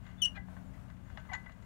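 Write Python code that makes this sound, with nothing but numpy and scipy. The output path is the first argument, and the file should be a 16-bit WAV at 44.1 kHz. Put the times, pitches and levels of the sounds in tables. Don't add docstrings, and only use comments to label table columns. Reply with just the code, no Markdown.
import sys
import numpy as np
from scipy import signal
from scipy.fft import rfft, irfft, next_fast_len
from scipy.io import wavfile
from scipy.ndimage import uniform_filter1d, map_coordinates

SR = 44100
rng = np.random.default_rng(int(sys.argv[2]) if len(sys.argv) > 2 else 0)


def transcribe(u):
    v = np.clip(np.atleast_2d(u).T, -1, 1)
    q = np.round(v * 32767).astype(np.int16)
    wavfile.write(sys.argv[1], SR, q)


N = 72765
t = np.arange(N) / SR


def amp(db):
    return 10 ** (np.asarray(db) / 20)


def unit(x):
    return x / np.sqrt(np.mean(x ** 2) + 1e-20)


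def wobble(rate):
    return map_coordinates(rng.standard_normal(int(N * rate / SR) + 4), [t * rate])


def filtered(x, response):
    size = next_fast_len(N + SR // 2)
    return irfft(rfft(x, size) * response(np.fft.rfftfreq(size, 1 / SR)), size)[..., :N]


def noise(points):
    freqs, db = np.transpose(points)
    white = rng.standard_normal(N)
    return unit(filtered(white, lambda hz: amp(np.interp(np.log(hz + 1), np.log(freqs), db))))


def fade(t60):
    return np.exp(-np.log(1000) * t / t60)


def swell(start, length):
    progress = np.clip((t - start) / length, 0, 1)
    return np.sqrt(np.abs(np.sin(np.pi * progress)))


def ring(modes, scatter_db):
    return sum((-1) ** k * amp(db + scatter_db * rng.standard_normal())
               * fade(t60) * np.sin(2 * np.pi * hz * t) for k, (hz, db, t60) in enumerate(modes))


def convolved(x, impulse_response):
    return signal.fftconvolve(x, impulse_response)[:N]


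def squeak():
    # time_s, pitch_hz
    glide = [(.212, 3450), (.2185, 3135), (.226, 3020), (.235, 2930), (.241, 2818), (.247, 2818),
             (.251, 2935), (.258, 2947), (.265, 2900)]
    # time_s, level_db
    envelope = [(.211, -49), (0.219, -47), (0.219, -24.5), (.227, -21.5), (0.234, -22.5), (0.24, -25.5),
                (0.244, -29), (.251, -22.5), (0.259, -19.5), (0.266, -54)]
    # start_db, end_db
    harmonics = [(-3.5, -25), (-8.5, -45), (-21, -47), (-32, -47)]
    # frequency_hz, level_db, t60_s
    bearing_modes = [(2815, 0, .16), (2902, -7, .17), (3035, -11, .1), (3202, -6, .09), (3460, 2, .06),
                     (3610, -8, .09), (4673, -6, .09), (5635, 10, .17), (5857, -6, .1), (6223, 3, .05),
                     (6460, 1, .04), (6970, -2, .07), (7110, 0, .07), (7644, -11, .12), (8500, -5, .05),
                     (8780, -7, .13), (9950, -8, .05), (11300, -3, .04), (12850, -3, .04),
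                     (14700, -12, .04)]
    bite_s, buildup_per_s = .2175, 120
    times, levels = np.transpose(envelope)
    pitch = np.interp(t, *np.transpose(glide)) * (1 + .007 * wobble(700))
    phase = 2 * np.pi * np.cumsum(pitch) / SR
    bite = .5 + .5 * np.tanh((t - bite_s) / .0008)
    overtones = sum(amp(np.interp(t, [times[0], times[-1]], span_db)) * np.sin(k * phase)
                    for k, span_db in enumerate(harmonics, 2))
    grip = amp(np.interp(t, times, levels) + .8 * wobble(292.4))
    grip = uniform_filter1d(grip * (t > times[0]) * (t < times[-1]), size=90)
    tone = grip * (np.sin(phase) + bite * overtones)
    chatter = amp(-32.5) * swell(start=.247, length=.015)
    rasp = amp(-27) * grip * bite
    friction = (chatter + rasp) * noise([(1000, -15), (3000, -9), (8000, 0), (15000, -32)])
    reflections = rng.standard_normal(N) * fade(t60=.11)
    echo = convolved(tone, reflections / np.linalg.norm(reflections))
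    bearing = ring(bearing_modes, scatter_db=0) * buildup_per_s / SR
    return tone + amp(-11) * friction + amp(-6) * echo + convolved(tone + friction, bearing)


def frame(tilt_db_per_octave, ring_db):
    # frequency_hz, level_db, t60_s
    frame_modes = [(628.5, -12.5, 0.13), (782, -17, 0.13), (874, -13, 0.046), (1086, -17, 0.26),
                   (1538, -5, 0.22), (1670, -19.5, 0.42), (1654, -10, 0.031), (2110, -11.5, 0.051),
                   (2667, -18, 0.067), (2870, -6.5, .07), (3410, -11, 0.053), (4006, -8.5, 0.015)]
    # frequency_hz, level_db, t60_s
    gear_modes = [(1910, -9, .07), (1964, -3, .14), (2011, -2, .18), (2124, -13, .1)]
    # frequency_hz, level_db, t60_s
    bright_modes = [(6740, -9, 0.068), (6807, -21, 0.15)]
    # frequency_hz, level_db
    clatter_spectrum = [(200, -17), (450, -42), (700, 7.5), (1700, 14), (3000, -0.5), (4200, -1.5),
                        (5000, -9.5), (7000, -12.5), (10000, -32), (16000, -45)]
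    contact_s = .00029
    tilt = lambda hz: tilt_db_per_octave * np.log2(min(hz, 8000) / 1600)
    body = ring([(hz, db + tilt(hz), t60) for hz, db, t60 in frame_modes], scatter_db=2)
    gears = amp(ring_db) * ring(gear_modes, scatter_db=1)
    gears += amp(10 * min(tilt_db_per_octave, 1)) * ring(bright_modes, scatter_db=1)
    clatter = noise([(hz, db + tilt(hz)) for hz, db in clatter_spectrum])
    clatter *= fade(t60=.03) + amp(-19) * fade(t60=.26)
    rise = 1 - np.exp(-(t / contact_s) ** 2)
    return rise * (amp(-6) * (body + gears) + amp(1) * clatter)


def knocks():
    # start_s, gain_db, tilt_db_per_octave, gear_ring_db
    impacts = [(.066, -50, -1.5, 1.5), (.372, -51.5, -15, 16.5), (.4844, -52, -11, -28),
               (.5662, -48, -8.5, -6.5), (.7348, -64, 2, 12), (.9005, -53.5, -0.5, 1.5),
               (.968, -55, -3.5, -13), (1.1005, -52, -1.5, -10), (1.1738, -37, -3, -28),
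               (1.2525, -56.5, -7, -19), (1.2935, -50.5, -3, 9), (1.3335, -39, 5, 9), (1.350, -39, 0, 4.5),
               (1.4602, -46, -6, 8), (1.495, -48.5, -2.5, -15), (1.520, -64, 11.5, 9),
               (1.623, -63, 9.5, 7.5)]
    out = np.zeros(N)
    for start_s, gain_db, tilt, ring_db in impacts:
        start = round(start_s * SR)
        out[start:] += amp(gain_db) * frame(tilt, ring_db)[:N - start]
    return out


def scrapes():
    # start_s, length_s, level_db, tilt_db_per_octave, first_slip_hz, last_slip_hz
    slides = [(0.347, .032, -46, -1.5, 850, 780), (1.284, .022, -46.5, -11.5, 1250, 810),
              (1.314, 0.019, -40.5, -6, 860, 670), (1.329, 0.025, -40.5, -3.5, 1065, 770)]
    out = np.zeros(N)
    for start_s, length_s, level_db, tilt, first_hz, last_hz in slides:
        slip_hz = np.interp(t, [start_s, start_s + length_s], [first_hz, last_hz])
        cycles = np.cumsum(slip_hz * (1 + .05 * wobble(800))) / SR
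        force = swell(start_s, length_s)
        slips = np.diff(np.floor(cycles), prepend=0)
        slips *= amp(2.5 * rng.standard_normal(N))
        pulses = filtered(slips * force, lambda hz: 1 / (1 + 1j * hz / 3500))
        shake = unit(convolved(pulses, frame(tilt, ring_db=1.5))) * np.sqrt(length_s * SR / N)
        creak = amp(-7) * force * np.sin(2 * np.pi * cycles)
        out += amp(level_db) * (shake + creak)
    return out


def whistles():
    # start_s, length_s, pitch_hz, level_db
    tones = [(.177, .045, 3580, -58), (.64, .065, 7450, -74)]
    out = np.zeros(N)
    for start_s, length_s, pitch_hz, level_db in tones:
        sag = .97 * np.clip(t - start_s, 0, length_s)
        pitch = pitch_hz * (1 - sag + .011 * wobble(490))
        out += amp(level_db) * swell(start_s, length_s) * np.sin(2 * np.pi * np.cumsum(pitch) / SR)
    return out


def rub():
    # time_s, level_db
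    envelope = [(0, -71), (.1, -59.5), (.28, -62.5), (.5, -85), (0.952, -71.5), (1.2, -64), (1.4, -68),
                (1.65, -75)]
    level_db = np.interp(t, *np.transpose(envelope)) + 4.5 * wobble(40.07)
    return amp(level_db) * unit(convolved(rng.standard_normal(N), frame(0, ring_db=-2)))


def background():
    # frequency_hz, relative_density_db
    rumble_spectrum = [(20, -16), (35, -9), (50, 1.5), (70, 0), (115, -1), (155, -7.5), (220, -8),
                       (280, -18), (350, -23.5), (600, -33.5), (2000, -93)]
    # frequency_hz, relative_density_db
    air_spectrum = [(210, -56), (350, -11), (430, -10.5), (639, 1), (798, -4), (1530, -7), (2040, -14),
                    (2200, -14), (4950, -26.5), (7010, -25.5), (15500, -32.5)]
    # frequency_hz, relative_level_db
    partials = [(182.3, 2.5), (265.5, -9)]
    # time_s, gain_db
    envelope = [(0, -54), (.45, -48), (.8, -50), (1.03, -53), (1.12, -65.5), (1.35, -54.5), (1.65, -63.5)]
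    hum = sum(amp(db + 1.62 * wobble(9.8)) * np.sin(2 * np.pi * hz * t + .23 * wobble(7.3))
              for hz, db in partials)
    rumble = amp(-46.5 + .65 * wobble(8.13)) * noise(rumble_spectrum)
    air = amp(-61 + 1.46 * wobble(11.74)) * noise(air_spectrum)
    return rumble + air + amp(np.interp(t, *np.transpose(envelope))) * hum


def scene():
    left = squeak() + whistles() + knocks() + scrapes() + rub() + background()
    return np.array([left, np.zeros(N)])


def record(dry):
    return filtered(dry, lambda hz: hz < 15800)


dry = scene()
out = record(dry)
transcribe(out)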